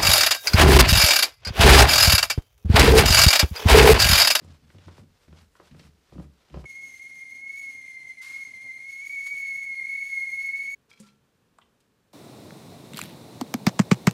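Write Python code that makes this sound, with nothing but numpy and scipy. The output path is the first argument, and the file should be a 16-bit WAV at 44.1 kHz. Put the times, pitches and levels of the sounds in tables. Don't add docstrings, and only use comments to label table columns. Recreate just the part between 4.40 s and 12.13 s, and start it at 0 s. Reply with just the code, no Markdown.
import sys
import numpy as np
from scipy import signal
from scipy.fft import rfft, irfft, next_fast_len
from scipy.io import wavfile
from scipy.ndimage import uniform_filter1d

SR = 44100
rng = np.random.default_rng(int(sys.argv[2]) if len(sys.argv) > 2 else 0)


def digitize_waveform(pressure):
    field = np.atleast_2d(pressure).T
    bounded = np.clip(field, -1, 1)
    quanta = np.round(bounded * 32767).astype(np.int16)
    wavfile.write(sys.argv[1], SR, quanta)


N = 340893
TIME = np.arange(N) / SR

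STOVE_START_S, COUNTER_START_S = 2.255, 6.35

# pitch_hz, level_db, t60_s
STAIR_MODES = [(148, 0, 0.082), (180.3, -4, 0.095), (224.3, -5.5, 0.11), (301.3, -5, 0.058)]


def from_db(db):
    return 10 ** (np.asarray(db) / 20)


def rms_one(x):
    return x / np.sqrt(np.mean(x ** 2) + 1e-20)


def in_time(rows):
    time_s, *columns = np.transpose(rows)
    return [np.interp(TIME, time_s, column) for column in columns]


def between(start_s, end_s, fade_s=0.006):
    fade_in = np.clip((TIME - start_s) / fade_s, 0, 1)
    fade_out = np.clip((end_s - TIME) / fade_s, 0, 1)
    return fade_in * fade_out


def coloured(spectrum):
    hz, level_db = np.transpose(spectrum)
    size = next_fast_len(N, True)
    axis_hz = np.maximum(np.arange(size // 2 + 1) * SR / size, 1)
    gain = from_db(np.interp(np.log(axis_hz), np.log(hz), level_db, left=-70, right=-70))
    return rms_one(irfft(rfft(rng.standard_normal(size)) * gain, size)[:N])


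def drift(rate_hz):
    pole = np.exp(-2 * np.pi * rate_hz / SR)
    noise = rng.standard_normal(N + SR)
    settled = signal.lfilter([1], [1, -2 * pole, pole * pole], noise)[SR:]
    return rms_one(settled)


def swells(starts_s, holds_s, peaks_db, rise_db_per_s, fall_db_per_s):
    power = 0
    for start_s, hold_s, peak_db, rise in np.broadcast(starts_s, holds_s, peaks_db, rise_db_per_s):
        before_s = np.maximum(start_s - TIME, 0)
        after_s = np.maximum(TIME - start_s - hold_s, 0)
        power = power + from_db(2 * (peak_db - rise * before_s - fall_db_per_s * after_s))
    return np.sqrt(power)


def strike(times_s, levels_db, modes, soft_s, spread_db=7.5):
    at = np.round(np.array(times_s) * SR).astype(int)
    ringing = np.zeros(N)
    chance = rng.standard_normal((len(at), len(modes)))
    for k, (hz, level_db, t60) in enumerate(modes):
        clicks = np.full(N, 1e-18)
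        clicks[at] = from_db(levels_db + level_db + spread_db * chance[:, k])
        radius = from_db(-60 / (t60 * SR))
        angle = 2 * np.pi * hz / SR
        resonator = [1, -2 * radius * np.cos(angle), radius * radius]
        ringing += signal.lfilter([0, np.sin(angle)], resonator, clicks) * (-1) ** k
    pole = np.exp(-1 / (soft_s * SR))
    return signal.lfilter([1 - pole], [1, -pole], ringing)


def tick(start_s, level_db, centre_hz, width_hz, t60):
    t = np.arange(SR // 5) / SR
    out, at = np.zeros(N + SR), round(start_s * SR)
    b, a = signal.iirpeak(centre_hz, centre_hz / width_hz, fs=SR)
    burst = rng.standard_normal(len(t)) * from_db(-60 * t / t60)
    burst = signal.lfilter(b, a, signal.lfilter(b, a, burst))
    out[at:at + len(t)] = from_db(level_db) * burst / np.abs(burst).max()
    return out[:N]


def room(x, t60):
    t = np.arange(int(.7 * SR)) / SR
    answer = rng.standard_normal(len(t)) * from_db(-60 * t / t60) * (t > .004)
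    return signal.fftconvolve(x, answer / np.sqrt(np.sum(answer ** 2)))[:N]


def hall_tone():
    # pitch_hz, level_db (per Hz)
    hall_spectrum = [(15, -41), (25, 7), (75, 3), (156, -6), (368, -7), (433, -3), (666, -14.5),
                     (5010, -21), (15500, -29)]
    return from_db(-67) * coloured(hall_spectrum)


def kitchen_tone():
    # pitch_hz, level_db (per Hz)
    kitchen_spectrum = [(15, -45), (25, -9), (221, -5.5), (340, -12), (445, -7.5), (648, -18), (1170, -18),
                        (1270, -19.5), (1620, -19), (2120, -25), (2300, -22.5), (15500, -36)]
    return from_db(-68.5 + 0.22 * drift(10.0)) * coloured(kitchen_spectrum)


def stove_tone():
    # pitch_hz, level_db (per Hz)
    stove_spectrum = [(15, -62), (25, -25.5), (81, 1.5), (210, -3), (270, 2), (329, -5), (583, -10.5),
                      (661, -7), (1190, -15), (1800, -24), (2340, -32), (3960, -120)]
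    return from_db(-67.5 + 2.4 * drift(12)) * coloured(stove_spectrum)


def trousers():
    # passing_s, swell_db_per_s, rustle_db, swish_db
    swings = [(0.04, 150, -65.5, -78), (0.148, 56, -61.5, -75), (0.33, 97, -71, -73), (0.48, 52, -60, -76),
              (0.591, 72.5, -59, -69), (0.84, 66, -67.5, -75), (1.019, 59, -61, -70),
              (1.165, 900, -66, -73), (1.272, 122, -60.5, -71), (1.40, 90, -67, -69.5),
              (1.461, 90, -59, -69), (1.74, 57, -65.5, -76), (1.83, 92, -62, -71), (2.021, 150, -67.5, -87),
              (2.21, 56, -60.5, -71)]
    # pitch_hz, level_db (per Hz)
    cloth = [(240, -22), (400, -8.5), (798, -7.5), (1040, -8), (1680, -10), (5070, -13.5), (9000, -27.5),
             (11700, -36), (19800, -120)]
    passing_s, swell_db_per_s, rustle_db, swish_db = np.transpose(swings)
    rustle = swells(passing_s, 0, rustle_db, swell_db_per_s, 300)
    rustle *= from_db(1.93 * drift(68)) * coloured(cloth)
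    swish = swells(passing_s, 0, swish_db, 230, 340)
    swish *= coloured([(5000, -8.0), (8000, 4), (15500, -8)])
    return rustle + swish


def loaded_treads():
    # full_load_s, hold_s, boom_db, boom_hz, rumble_db
    loads = [(0.049, 0.061, -45, 93.6, -51.5), (0.227, .05, -56.5, 66.6, -58.5),
             (0.354, 0.026, -48.5, 94.1, -53), (0.472, 0.016, -41.5, 83.4, -50.5),
             (0.599, 0.017, -48, 88, -49.5), (0.899, 0.038, -46, 90.5, -51.5),
             (1.018, 0.016, -53.5, 85, -64), (1.22, .02, -67, 77.8, -65.5),
             (1.32, 0.061, -53.5, 74.7, -50.5), (1.456, .02, -49.5, 71.5, -55),
             (1.756, 0.047, -41.5, 66.9, -44.5), (1.855, 0.026, -48.5, 69.2, -57.5),
             (2.147, 0.033, -35.5, 66, -40.5)]
    load_db_per_s, unload_db_per_s = 700, 178
    load_s, hold_s, boom_db, boom_hz, rumble_db = np.transpose(loads)

    pitch_hz = np.interp(TIME, load_s, boom_hz) + 5 * drift(10)
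    boom = from_db(1.2 * drift(12)) * np.sin(2 * np.pi * np.cumsum(pitch_hz) / SR)
    boom *= swells(load_s, hold_s, boom_db, load_db_per_s, unload_db_per_s)

    shaken_s = rng.uniform(0, N / SR - .01, size=900)
    rumble = strike(shaken_s, 0, STAIR_MODES, 0.00083, spread_db=6.0)
    rumble /= np.sqrt(uniform_filter1d(rumble ** 2, size=2600) + 1e-12)
    rumble *= swells(load_s, hold_s, rumble_db, load_db_per_s, unload_db_per_s)
    return boom + rumble


def footfalls():
    # start_s, knock_db, thump_db, tick_db, tick_hz
    steps = [(0.016, -60, -47, -65, 1670), (0.046, -56.5, -55, -51.5, 6500), (0.301, -64, -70, -47, 1440),
             (0.347, -57.5, -60, -62, 1280), (0.383, -59.5, -45.5, -49.5, 2260),
             (0.481, -50.5, -63, -44, 1210), (0.58, -52.5, -51, -47, 1230), (0.88, -62.5, -42.5, -54, 1750),
             (0.927, -57, -52, -52.5, 1210), (1.153, -69, -72, -47, 1183), (1.199, -50, -67, -44.5, 1260),
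             (1.312, -77, -40, -52, 2190), (1.346, -57, -68, -52, 1260), (1.395, -57.5, -52, -42.5, 2270),
             (1.723, -52.5, -43, -60, 1640), (1.754, -53.5, -52, -63, 1342),
             (1.781, -50.5, -28.5, -50, 1221), (1.797, -47, -51, -51, 1237), (2.099, -63, -45.5, -54, 2210),
             (2.142, -41.5, -59, -40.5, 1300), (2.171, -43.5, -53, -47, 1300),
             (2.241, -50.5, -41, -46, 1510)]
    # pitch_hz, level_db, t60_s
    board_modes = [(362, 4.5, 0.067), (459, 0, 0.08), (578, 5.5, 0.032), (782, -1.5, 0.042),
                   (970, -1.5, 0.026), (1256, -2, 0.027), (1820, -13, 0.012), (2740, -11, 0.015)]
    start_s, knock_db, thump_db, tick_db, tick_hz = np.transpose(steps)
    blows = strike(start_s, thump_db, STAIR_MODES, 0.0011, spread_db=3.5)
    blows += strike(start_s, knock_db, board_modes, .00008, spread_db=0.5)
    for at_s, level_db, hz in zip(start_s, tick_db, tick_hz):
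        blows += tick(at_s, level_db, hz, hz, 0.032)
    return blows + from_db(-4.5) * room(blows, 0.24)


def stair():
    return hall_tone() + trousers() + loaded_treads() + footfalls()


def counter_slide():
    # time_s, level_db
    slide_course = [(6.485, -100), (6.495, -66.5), (6.53, -65.5), (6.56, -71), (6.6, -64), (6.66, -65.5),
                    (6.7, -70), (6.74, -77), (6.8, -105)]
    # pitch_hz, level_db (per Hz)
    slide_spectrum = [(800, -3), (1500, -5), (2500, -6), (5000, -3.5), (8000, -12), (15500, -26)]
    level_db = in_time(slide_course)[0] + 3.8 * drift(60)
    return from_db(level_db) * coloured(slide_spectrum)


def counter_taps():
    # start_s, level_db
    knocks = [(6.601, -45), (6.698, -63)]
    # start_s, level_db
    clinks = [(6.5145, -49.5), (6.536, -53.5), (6.5745, -55), (6.634, -62), (6.6867, -52)]
    # start_s, level_db
    ring_blows = [(6.513, -69), (6.635, -61)]
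    # start_s, level_db, centre_hz, width_hz, t60_s
    dry_ticks = [(4.6, -47.5, 8000, 8200, 0.093), (6.60, -41, 7700, 4000, 0.087),
                 (7.186, -43.5, 910, 460, 0.017), (7.185, -51.5, 7700, 2600, 0.019),
                 (7.186, -54.5, 3000, 3010, 0.016), (7.215, -54, 3050, 630, 0.059),
                 (7.217, -60, 2000, 360, 0.04), (6.3, -57, 5900, 9000, .06),
                 (7.404, -58.5, 4000, 8000, 0.058)]
    # pitch_hz, level_db, t60_s
    counter_modes = [(137.6, -15.5, 0.94), (207.5, 6.5, 0.17), (223, 2.5, 0.081), (387, -13, 0.06),
                     (532, -10, 0.19)]
    glass_modes = [(2305, 4, 0.031), (2620, -8, 0.043), (3250, -9.5, 0.048), (4100, -12, 0.078),
                   (5000, -20, .06)]
    ring_modes = [(1357, 1, 0.46)]
    taps = strike(*np.transpose(knocks), counter_modes, 0.00019, spread_db=1.0)
    taps += strike(*np.transpose(clinks), glass_modes, .00003, spread_db=3.5)
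    taps += strike(*np.transpose(ring_blows), ring_modes, .00003, spread_db=0.0)
    taps += sum(tick(*row) for row in dry_ticks)
    return taps + from_db(-7.5) * room(taps, 0.31)


def counter():
    return kitchen_tone() + counter_slide() + counter_taps()


def spits():
    # start_s, level_db, rise_s, t60_s
    drops = [(3.81, -48, 0.015, 0.99), (4.862, -44.5, 0.0078, 0.074)]
    # pitch_hz, level_db (per Hz)
    spit_spectrum = [(700, -17.5), (1100, -5.5), (1800, -2.5), (3000, -5.5), (4500, -3), (7500, -7.5),
                     (11000, -11), (15500, -24)]
    shape = np.zeros(N)
    for start_s, level_db, rise_s, t60 in drops:
        rise = np.clip((TIME - start_s) / rise_s, 0, 1)
        fading_s = np.maximum(TIME - start_s - rise_s, 0)
        shape += rise * from_db(level_db - 60 * fading_s / t60)
    return shape * coloured(spit_spectrum)


def follow_whistle(base_db, db_per_hz, db_per_db, pitch_hz, tone_db):
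    return base_db + db_per_hz * (pitch_hz - 2170) + db_per_db * (tone_db + 37)


def steam(pitch_hz, tone_db, flutter):
    # pitch_hz, level_db (per Hz)
    steam_spectrum = [(900, -6.5), (1500, -5), (2000, -1), (3000, 1.5), (5000, -2), (6200, 3), (7500, -3.5),
                      (10500, -2), (12500, -17.5), (15900, -21)]
    # pitch_hz, level_db (per Hz)
    sizzle_spectrum = [(7000, -11), (10500, 0), (13500, -3), (15900, -6.5)]
    steam_db = follow_whistle(-60.5, 0.031, .2, pitch_hz, tone_db)
    sizzle_db = follow_whistle(-72, 0.095, 0.51, pitch_hz, tone_db)
    hiss = from_db(steam_db + flutter + 1.4 * drift(27)) * coloured(steam_spectrum)
    return hiss + from_db(sizzle_db + 5.2 * flutter) * coloured(sizzle_spectrum)


def upper_partials(phase, pitch_hz, tone_db, flutter):
    partials = [(2, -27.5), (4, -35.5), (5, -33.5), (6, -45.5), (7, -47.5)]
    rough = phase + 0.21 * drift(97)
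    upper = np.zeros(N)
    for multiple, level_db in partials:
        upper += from_db(level_db + 2.0 * flutter + 2.2 * drift(52)) * np.sin(multiple * rough)
    upper *= from_db(tone_db)
    third_db = follow_whistle(-61.5, 0.067, .15, pitch_hz, tone_db)
    upper += from_db(third_db + 4.0 * flutter + 1.8 * drift(28)) * np.sin(3 * rough)
    return upper + from_db(-3.5) * room(upper, 0.39)


def whistle_tone(phase, tone_db):
    # return_s, depth_db, length_s (nominal)
    dropouts = [(2.515, 2, 0.01), (2.59, 13, 0.022), (2.701, 13, 0.026), (2.942, 15, 0.0093),
                (3.775, 35.5, 0.027), (4.051, 29, 0.014), (4.14, 29, 0.025), (4.243, 15, 0.01),
                (4.405, 14, 0.013), (4.52, 13.5, 0.014), (4.698, 29, 0.027), (5.124, 5.5, 0.021),
                (5.241, 14.5, 0.008), (6.237, 7, 0.0099)]
    # pitch_hz, level_db (per Hz)
    strands = [(1500, -38.5), (1650, -14.5), (1860, -26), (1925, -3), (1955, -15), (1985, -6),
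               (2030, -18.5), (2080, 2.5), (2200, 11.5), (2290, -13.5), (2322, 3), (2400, -18), (2430, -7),
               (2550, -25)]
    drop_db = np.zeros(N)
    for return_s, depth_db, length_s in dropouts:
        from_middle = np.abs(2 * (TIME - return_s) / length_s + 1)
        drop_db += depth_db * np.clip(1 - from_middle / 0.91, 0, 1)
    tone = np.sin(phase) * from_db(2.47 * drift(55))
    tone = rms_one(tone + from_db(-8) * room(tone, .45))
    tone *= from_db(tone_db - drop_db)
    cap_band = signal.butter(2, (1960, 2470), "band", fs=SR, output="sos")
    tone = signal.sosfilt(cap_band, tone)
    return tone + from_db(tone_db - 17.5) * room(coloured(strands), 0.44)


def kettle():
    # time_s, pitch_hz, tone_db
    whistle_course = [(2.27, 2185, -45), (2.33, 2176, -42.3), (2.55, 2148, -42.5), (2.97, 2130, -40.5),
                      (3.19, 2207, -37.5), (3.32, 2135, -39), (3.5, 2117, -39.5), (3.8, 2097, -41),
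                      (3.97, 2156, -35.5), (4.08, 2116, -39), (4.35, 2118, -37), (4.55, 2179, -38),
                      (4.68, 2243, -35), (4.76, 2225, -31.5), (4.82, 2208, -32), (4.91, 2239, -30.5),
                      (5.1, 2185, -31), (5.25, 2189, -34.5), (5.42, 2131, -31.5), (5.53, 2204, -31),
                      (5.68, 2197, -32.5), (5.77, 2137, -30.5), (6.0, 2175, -32.5), (6.17, 2196, -29.5),
                      (6.33, 2209, -32)]
    pitch_hz, tone_db = in_time(whistle_course)
    unsteadiness = from_db(.4 * (-37 - tone_db))
    flutter = 1.4 * np.tanh(drift(12)) * unsteadiness
    wobble_hz = 13 * unsteadiness * drift(20)
    quiver_hz = 11 * drift(60)
    phase = 2 * np.pi * np.cumsum(pitch_hz + wobble_hz + quiver_hz) / SR
    hiss = steam(pitch_hz, tone_db, flutter)
    upper = upper_partials(phase, pitch_hz, tone_db, flutter)
    return hiss + upper + whistle_tone(phase, tone_db)


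def scene():
    stove = stove_tone() + spits() + kettle()
    mix = stair() * between(-1, STOVE_START_S + 0.0075)
    mix += stove * between(STOVE_START_S - .004, COUNTER_START_S)
    mix += counter() * between(COUNTER_START_S - .004, 9)
    return mix[None]


def record(dry):
    bass_cut = signal.butter(2, 40, "high", fs=SR, output="sos")
    top_cut = signal.ellip(14, .5, 70, 15710, fs=SR, output="sos")
    return signal.sosfilt(top_cut, signal.sosfilt(bass_cut, dry))


dry = scene()
out = record(dry)
digitize_waveform(out)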